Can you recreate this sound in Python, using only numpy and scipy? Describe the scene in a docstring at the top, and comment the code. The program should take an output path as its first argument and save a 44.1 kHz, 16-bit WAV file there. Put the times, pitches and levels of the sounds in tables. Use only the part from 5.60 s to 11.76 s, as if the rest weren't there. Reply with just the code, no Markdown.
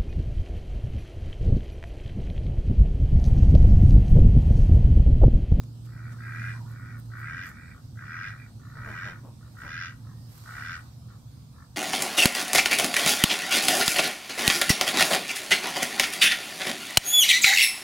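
"""Backyard pond. A duck gives six loud, rasping quacks with softer grumbles in between.
Each call is one push of air: beating membranes ring the throat and, pushed hard, the open bill.
Two far engines hum and beat against each other over outdoor air; dry grass crackles close by.
A far bird calls, a far dog barks a few times, a thin whistle follows. The ground and nearby
surfaces throw the calls back; the two microphone ports colour them differently."""
import sys
import numpy as np
from scipy import signal
from scipy.fft import rfft, irfft, next_fast_len
from scipy.io import wavfile
from scipy.ndimage import uniform_filter1d

SR = 44100
rng = np.random.default_rng(int(sys.argv[2]) if len(sys.argv) > 2 else 0)


def dump_mix(stems):
    """Bounce the given channels to the path in sys.argv[1] as a 16-bit WAV at rate SR."""
    frames = np.atleast_2d(stems).T  # one column per channel
    limited = np.clip(frames, -1, 1)  # hard clip at full scale
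    pcm = np.round(limited * 32767).astype(np.int16)
    wavfile.write(sys.argv[1], SR, pcm)


N = 271634
TIME = np.arange(N) / SR

# Both engines together: time_s, level_db
HUM_LEVEL = [(0.1, -36.5), (0.35, -36.7), (0.8, -33), (1.3, -37.5), (1.6, -35.5), (1.9, -51), (2.2, -38),
             (2.5, -38), (2.9, -42.5), (3.3, -39), (3.6, -43.5), (3.9, -43.5), (4.3, -42), (4.7, -45),
             (5.1, -44), (5.45, -52.5), (5.7, -44), (6.0, -66)]
# First engine's harmonics: multiple, gain_db
HUM_HARMONICS = [(1, 1.5), (2, -21.5), (3, -28)]
# Second engine against the first: time_s, relative_db
SECOND_ENGINE = [(1.2, -24), (2.1, 3), (3.3, -6.5), (6.0, -8)]
# Air spectra: freq_hz, density_db
RUMBLE_SPECTRUM = [(20, -41), (35, -41), (55, 1), (90, 1.5), (130, 6.5), (170, -5), (205, -6.5), (235, -4),
                   (300, -14), (400, -23), (700, -28.5), (2000, -59)]
HISS_SPECTRUM = [(250, -22), (450, -2.5), (750, 5), (1250, 4), (1900, -6.5), (3000, -5), (3900, 1.5),
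                 (5000, 1), (6800, -4), (8600, -1), (10000, -9.5), (13000, -6), (15600, -12.5)]
# Hiss swells: centre_s, rise_db, length_s
AIR_SWELLS = [(0.84, 5, 0.45), (3.307, 2.5, 0.27), (4.957, 7, 0.6)]
# Left-right likeness of the air: freq_hz, correlation
AIR_COHERENCE = [(60, 0.95), (130, 0.98), (290, 0.72), (640, 0.62), (1400, 0.034), (3000, 0), (15000, 0)]
# Air balance: freq_hz, lean_db (left minus right)
AIR_LEAN = [(60, 1.5), (200, -3), (700, 0), (1500, -3), (2500, 3.5), (4400, -4.5), (8000, -2),
            (15000, -5.5)]
# Grass rustles: centre_s, level_db, length_s, treble_db
GRASS_RUSTLES = [(0.037, -51.5, 0.011, -7), (0.258, -58, 0.029, 0), (0.527, -55, 0.043, -8),
                 (1.106, -67, 0.073, 7), (1.395, -64.5, 0.039, 9.5), (1.461, -63, .012, 4),
                 (1.595, -60.5, 0.069, 5.5), (1.879, -53.5, 0.097, 1.5), (3.999, -61.5, .25, -2),
                 (4.757, -58.5, 0.19, 4.5), (4.946, -57.5, .36, -2)]
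# Crackle spectrum: freq_hz, gain_db
GRASS_SPECTRUM = [(1500, 3.5), (4000, -3.5), (6500, -1), (8500, 0.5), (10000, -7.5), (12500, 2.5),
                  (15500, -6.5)]
# Soft calls: start_s, rise_s, fall_s, peak_db, swell_db, peak_rate_hz, throat_hz, opening_db
SOFT_CALLS = [ (0.249, 0.2, 0.16, -50.5, 11.5, 85, 1440, -3.5),
              (1.04, 0.26, 0.12, -50.5, 8.5, 111, 1440, -3.5), (1.87, 0.23, 0.08, -54.5, -2, 94, 1527, 1),
              (2.116, 0.049, 0.055, -53.5, 5.5, 64, 1380, -24),
              (2.72, 0.074, 0.12, -57, -5, 105, 1570, 2.5), (2.975, .17, .08, -53.5, 6, 67, 1340, -7.5),
              (3.786, .07, 0.055, -57.5, 3, 59, 1364, -12), (4.423, .065, .075, -56, 7, 47, 1224, -8),
              (5.463, 0.045, 0.073, -55.5, 10, 62, 1300, -14), (5.92, 0.098, 0.053, -56, 8, 53, 1260, -7)]
# Loud calls: start_s, rise_s, fall_s, peak_db, swell_db, peak_rate_hz, throat_hz, opening_db, rasp_db
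LOUD_CALLS = [ (.565, 0.33, .12, -40.5, 7, 97.6, 1556, -2, -58),
              (1.495, 0.34, 0.15, -40, 6.5, 92, 1525, -3, -54),
              (2.35, 0.32, 0.13, -38.5, 10.5, 99, 1524, -3, -52.5),
              (3.115, .355, 0.14, -39, 10.5, 94.5, 1498, -3, -52),
              (3.945, .295, .115, -38.5, 9, 91, 1510, -4, -45.5),
              (4.835, 0.3, .1, -38, 8.5, 88.5, 1487, -4.5, -49)]
# Throat resonances: freq_hz, width_hz, gain_db, opening_share, db_per_rate_octave, lean_db, left_lead_rad
THROAT_MODES = [(1364, 213, -2, 0.067, -2, 0, 0.38), (1560, 173, 3, 0, 6.5, 2, 1),
                (1918, 180, 0.5, 0.65, 0, 0.5, -0.9), (2358, 180, -3, 1.63, 11, -5.5, 1)]
# Open-bill resonances: freq_hz, width_hz, gain_db, lean_db, left_lead_rad
BILL_MODES = [(2888, 640, 3.5, 4.5, 1.84), (3530, 180, -5, -13.5, 1.9), (4085, 120, -6.5, -8.5, 2.6),
              (4970, 270, -3.5, 7.5, 3.2), (5440, 107, -6, -8, .5), (6080, 470, -0.5, -1, 3.3)]
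# Early echoes: delay_s, left_db, right_db
YARD_ECHOES = [(.0021, -63, -50), (.0037, -44, -33), (.0062, -44, -8.5), (0.0172, -18.5, -15.5),
               (0.0235, -9, -16.5)]
# Far bird call and thin whistle: time_s, pitch_hz, level_db
BIRD_GLIDE = [(.92, 1120, -68), (.96, 1040, -53), (1.0, 1010, -57), (1.03, 890, -56), (1.07, 1040, -59),
              (1.15, 1150, -64)]
WHISTLE_GLIDE = [(4.47, 1794, -67), (4.56, 1860, -71.5), (4.7, 1810, -79)]
# Far barks: peak_s, level_db, pitch_hz, length_s
DOG_BARKS = [(3.184, -54, 215.7, 0.1), (3.289, -45, 217.4, 0.11), (3.485, -47.5, 196.3, 0.099),
             (3.662, -49, 133, 0.077), (4.052, -48, 200, 0.072)]
# Dog's throat, from afar: freq_hz, gain_db
DOG_SPECTRUM = [(150, 6.5), (400, -2.5), (620, -0.5), (800, -6.5), (1020, 2), (1300, -12.5), (2500, -33.5)]


def gain_of(db):
    """Decibels to amplitude."""
    return 10 ** (np.asarray(db) / 20)


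def unit_rms(x):
    """Scale to rms 1."""
    return x / np.sqrt(np.mean(abs(x) ** 2) + 1e-20)


def at_hz(table, hz):
    """Spectrum table, interpolated in log frequency."""
    freq_hz, value = np.transpose(table)
    return np.interp(np.log(hz + 1), np.log(freq_hz + 1), value)


def follow(table):
    """Curve table columns, per sample."""
    time_s, *columns = np.transpose(table)
    return [np.interp(TIME, time_s, column) for column in columns]


def colour(x, table):
    """Filter by a spectrum table."""
    size = next_fast_len(N)
    response = gain_of(at_hz(table, np.fft.rfftfreq(size, 1 / SR)))
    return irfft(rfft(x, size) * response, size)[..., :N]


def bandpass(x, low_hz, high_hz):
    """Butterworth band-pass."""
    return signal.sosfilt(signal.butter(6, [low_hz, high_hz], "band", fs=SR, output="sos"), x)


def drift(per_s):
    """Random wander, rms 1."""
    knots_s = np.arange(0, 7, 1 / per_s)
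    return unit_rms(np.interp(TIME, knots_s, rng.standard_normal(len(knots_s))))


def resonate(x, hz, width_hz):
    """Steep resonance tracking hz; complex output."""
    carrier = np.exp(2j * np.pi * np.cumsum(hz) / SR)
    pole = np.exp(-np.pi * width_hz / SR)
    return carrier * signal.lfilter([(1 - pole) ** 2], [1, -2 * pole, pole * pole], x / carrier + 1e-18)


def steady(z):
    """Level out over about 30 ms; single beats stay distinct."""
    power = uniform_filter1d(uniform_filter1d(abs(z) ** 2, size=1300), size=1300)
    return z / np.sqrt(abs(power) + 1e-20)


def ports(z, lean_db, lead_rad=0):
    """One sound at two microphone ports, apart in level and phase."""
    half = gain_of(lean_db / 2) * np.exp(.5j * lead_rad)
    return np.array([(z * half).real, (z / half).real])


def engines(firing_hz=115.9, sag_hz_per_s=.35, throb_hz=8.12, crest_s=2.23, whine_hz=493):
    """A firing tone with weak overtones beats against a slower one; faint steady whine."""
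    turns = np.cumsum((firing_hz - sag_hz_per_s * TIME) * (1 + .003 * drift(per_s=14))) / SR
    first = sum(gain_of(db) * np.sin(2 * np.pi * multiple * turns) for multiple, db in HUM_HARMONICS)
    second_gain = gain_of(follow(SECOND_ENGINE)[0])
    second = second_gain * np.sin(2 * np.pi * (turns - throb_hz * (TIME - crest_s)))
    hum = (first + second) / np.sqrt(2 + 2 * second_gain ** 2)
    hum_db = follow(HUM_LEVEL)[0] + 1 + 2 * second_gain * drift(per_s=7)
    whine = gain_of(-75.5) * np.sin(2 * np.pi * whine_hz * TIME)
    return ports(hum * gain_of(hum_db) + whine, lean_db=-2.17)


def air(spectrum, level_db, patchy_db):
    """Outdoor noise with drifting patches, alike in both ports only at low frequencies."""
    hz = np.fft.rfftfreq(2048, 1 / SR)
    left_re, left_im, own_re, own_im, patches = rng.standard_normal((5, len(hz), N // 512 + 5))
    patches = unit_rms(uniform_filter1d(uniform_filter1d(patches, size=24, axis=0), size=7, axis=1))
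    likeness = at_hz(AIR_COHERENCE, hz)[:, None]
    lean = gain_of(at_hz(AIR_LEAN, hz) / 2)[:, None]
    left = left_re + 1j * left_im
    right = likeness * left + np.sqrt(1 - likeness ** 2) * (own_re + 1j * own_im)
    bins = np.array([left * lean, right / lean])
    bins *= gain_of(at_hz(spectrum, hz)[:, None] + patchy_db * patches)
    noise = signal.istft(bins, nperseg=2048, noverlap=1536)[1][:, :N]
    return unit_rms(noise) * gain_of(level_db)


def grass(grain_db=3, lean_db=-5.5, treble_hz=9500):
    """Brief rustles of tiny crackles, to the right; some dull, some crisp."""
    grains = rng.standard_normal((2, N)) * gain_of(grain_db * drift(per_s=460))
    crackle = unit_rms(colour(grains, GRASS_SPECTRUM))
    treble = colour(crackle, [(treble_hz / 2, -60), (treble_hz, 0)])
    out = np.zeros((2, N))
    for centre_s, db, length_s, treble_db in GRASS_RUSTLES:
        stroke = np.exp(-2 * np.minimum(abs(TIME - centre_s) / length_s * 2, 5) ** 2)
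        out += (crackle + (gain_of(treble_db) - 1) * treble) * gain_of(db) * stroke
    return out * gain_of([[lean_db / 2], [-lean_db / 2]])


def push(t, call, attack_s, release_s, sag_db, build_curve, sag_curve, droop, shut_db, gape_db, close_db):
    """One push of air: effort, bill opening, throat tuning and beat rate."""
    start_s, rise_s, fall_s, peak_db, swell_db, peak_rate_hz, throat_hz, opening_db = call[:8]
    before = np.clip((start_s + rise_s - t) / rise_s, 0, 1)  # 1 at the start, 0 at the peak
    after = np.clip((t - start_s - rise_s) / fall_s, 0, 1)  # 0 at the peak, 1 at the end
    edges = np.minimum((t - start_s) / attack_s, (start_s + rise_s + fall_s - t) / release_s)
    effort_db = peak_db - swell_db * before ** build_curve - sag_db * after ** sag_curve
    effort_db += 20 * np.log10(np.clip(edges, 1e-5, 1))
    opening_db += gape_db * np.sin(np.pi * after ** .29) - shut_db * before ** 7 - close_db * after ** 4
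    throat_hz *= 1 - droop * (.44 * before ** 2 + after ** 1.55)
    rate_hz = peak_rate_hz + (54 - peak_rate_hz) * (before + after) ** 1.15  # 54 Hz when slack
    return effort_db, opening_db, throat_hz, rate_hz


def syrinx(rate_hz, jitter=.035, first_beat_s=.003):
    """Running count of the membranes' uneven beats; every call opens on one."""
    turns = np.cumsum(rate_hz * (1 + jitter * drift(per_s=90))) / SR
    for start_s, *_ in sorted(LOUD_CALLS + SOFT_CALLS):
        first = round((start_s + first_beat_s) * SR)
        turns[first:] += 1 - turns[first] % 1
    return turns


def beats(turns, hz, lag_turns_per_octave=.15, slop_turns=.03, puff_turns=.25, leak=.1, shimmer_db=1.13):
    """Each beat is a snap and a dying puff of air; it reaches higher resonances later."""
    lag_turns = lag_turns_per_octave * np.log2(hz / THROAT_MODES[0][0])
    turns = np.maximum.accumulate(turns - lag_turns + slop_turns * drift(per_s=120))
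    beat = np.floor(turns).astype(int)
    snaps = np.diff(beat, prepend=beat[0]) * 1.
    puffs = (leak + np.exp(-(turns % 1) / puff_turns)) * rng.standard_normal(N)
    shimmer = gain_of(shimmer_db * rng.standard_normal(1000))[beat]
    return (.75 * unit_rms(snaps) + unit_rms(puffs)) * shimmer


def throat(turns, effort_db, opening_db, throat_hz, rate_hz, rest_hz=1500, full_rate_hz=80):
    """Beats ring the throat; upper resonances open with the bill and the tension of a faster beat."""
    tension_octaves = np.minimum(np.log2(rate_hz / full_rate_hz), 0)
    flutter = 1 + .02 * drift(per_s=64)
    voice = np.zeros((2, N))
    for hz, width_hz, db, share, db_per_octave, lean_db, lead_rad in THROAT_MODES:
        tuning = (throat_hz / rest_hz) ** (.54 if hz > 1750 else .88)  # low resonances move most
        ring = steady(resonate(beats(turns, hz), hz * tuning * flutter, width_hz))
        ring *= gain_of(db + share * opening_db + db_per_octave * tension_octaves)
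        voice += ports(ring, lean_db, lead_rad)
    return bandpass(voice * gain_of(effort_db - 1.12), low_hz=960, high_hz=2600)


def rasp(turns, min_width_hz=350, build_db_per_s=54, cut_db_per_s=338, late_s=.016):
    """Hard beats ring the open bill, which shifts with the head; the rasp crests just after the push."""
    drive = beats(turns, BILL_MODES[0][0])
    tuning = 1 + .015 * drift(per_s=14)
    bill = np.zeros((2, N))
    for hz, width_hz, db, lean_db, lead_rad in BILL_MODES:
        ring = unit_rms(resonate(drive, hz * tuning, max(width_hz, min_width_hz)))
        bill += ports(ring * gain_of(db), lean_db, lead_rad)
    strength = np.zeros(N)
    for start_s, rise_s, *_, rasp_db in LOUD_CALLS:
        past_crest_s = TIME - (start_s + rise_s + late_s)
        slope_db = np.minimum(build_db_per_s * past_crest_s, -cut_db_per_s * past_crest_s)
        fade_in = np.clip((TIME - start_s) / rise_s * 2, 0, 1)
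        strength += gain_of(rasp_db + 1 + slope_db) * fade_in
    return unit_rms(bandpass(bill, low_hz=2400, high_hz=6200)) * strength


def duck(unsteady_db=.96):
    """Pushes of air drive syrinx, throat and bill; where calls meet, the stronger takes over."""
    t = TIME[::64]
    quacks = [push(t, call, attack_s=.045, release_s=.022, sag_db=23, build_curve=1.47, sag_curve=1.4,
                   droop=.12, shut_db=15, gape_db=.5, close_db=7) for call in LOUD_CALLS]
    grumbles = [push(t, call, attack_s=.03, release_s=.032, sag_db=6, build_curve=1.2, sag_curve=1.7,
                     droop=.14, shut_db=22, gape_db=1.5, close_db=30) for call in SOFT_CALLS]
    calls = np.array(quacks + grumbles)
    strongest = calls[calls[:, 0].argmax(axis=0), :, np.arange(len(t))]
    effort_db, opening_db, throat_hz, rate_hz = [np.interp(TIME, t, curve) for curve in strongest.T]
    effort_db += unsteady_db * drift(per_s=28)
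    turns = syrinx(rate_hz)
    return throat(turns, effort_db, opening_db, throat_hz, rate_hz) + rasp(turns)


def yard(x, t60_s=.36, tail_db=-14.5, gap_s=.0027):
    """Direct sound, a few near reflections and a short, sparse tail."""
    t = np.arange(SR // 2) / SR
    taps = rng.standard_normal((2, len(t))) * (rng.random((2, len(t))) < .05)
    taps *= gain_of(-60 * t / t60_s) * (t > gap_s)
    taps *= gain_of(tail_db) / np.linalg.norm(taps, axis=1, keepdims=True)
    taps[:, 0] = 1
    for delay_s, left_db, right_db in YARD_ECHOES:
        taps[:, round(delay_s * SR)] += gain_of([left_db, right_db])
    return signal.fftconvolve(x, taps, axes=1)[:, :N]


def far_bird(glide, width_hz, edge_s=.0025):
    """Fuzzy whistle: noise through a gliding resonance."""
    hz, db = follow(glide)
    whistle = steady(resonate(rng.standard_normal(N), hz, width_hz))
    gate = np.clip(np.minimum(TIME - glide[0][0], glide[-1][0] - TIME) / edge_s, 0, 1)
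    return ports(whistle * gain_of(db) * gate, lean_db=-8.5)


def far_dog(droop=.13, roughness=1.1):
    """Gruff barks: a falling buzz plus noise, dulled by distance, trailing off."""
    out = np.zeros(N)
    for peak_s, db, hz, length_s in DOG_BARKS:
        progress = np.clip((TIME - peak_s) / length_s * 2, -3, 6)
        turns = np.cumsum(hz * (1 - droop * np.tanh(progress))) / SR
        buzz = unit_rms(np.diff(np.floor(turns), prepend=0)) + roughness * rng.standard_normal(N)
        swell = np.exp(-2 * progress ** 2 / (1 + 1.5 * np.maximum(progress, 0)))
        out += unit_rms(colour(buzz - buzz.mean(), DOG_SPECTRUM)) * gain_of(db) * swell
    return ports(out, lean_db=2)


def scene():
    """Duck and far animals in the yard, over engines, air and grass."""
    animals = duck() + far_dog() + far_bird(BIRD_GLIDE, width_hz=110)
    animals = yard(animals + far_bird(WHISTLE_GLIDE, width_hz=45))
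    rumble = air(RUMBLE_SPECTRUM, level_db=-44 - .66 * TIME, patchy_db=1)
    swells_db = sum(db * np.exp(-(2 * (TIME - centre_s) / length_s) ** 2)
                    for centre_s, db, length_s in AIR_SWELLS)
    hiss = air(HISS_SPECTRUM, level_db=-62 + swells_db, patchy_db=2)
    return animals + engines() + rumble + hiss + grass()


def record(dry):
    """Steep low-pass at 15750 Hz."""
    lowpass = signal.firwin(511, 15750, window=("kaiser", 9), fs=SR)
    return signal.oaconvolve(dry, lowpass[None], "same")


dry = scene()
out = record(dry)
dump_mix(out)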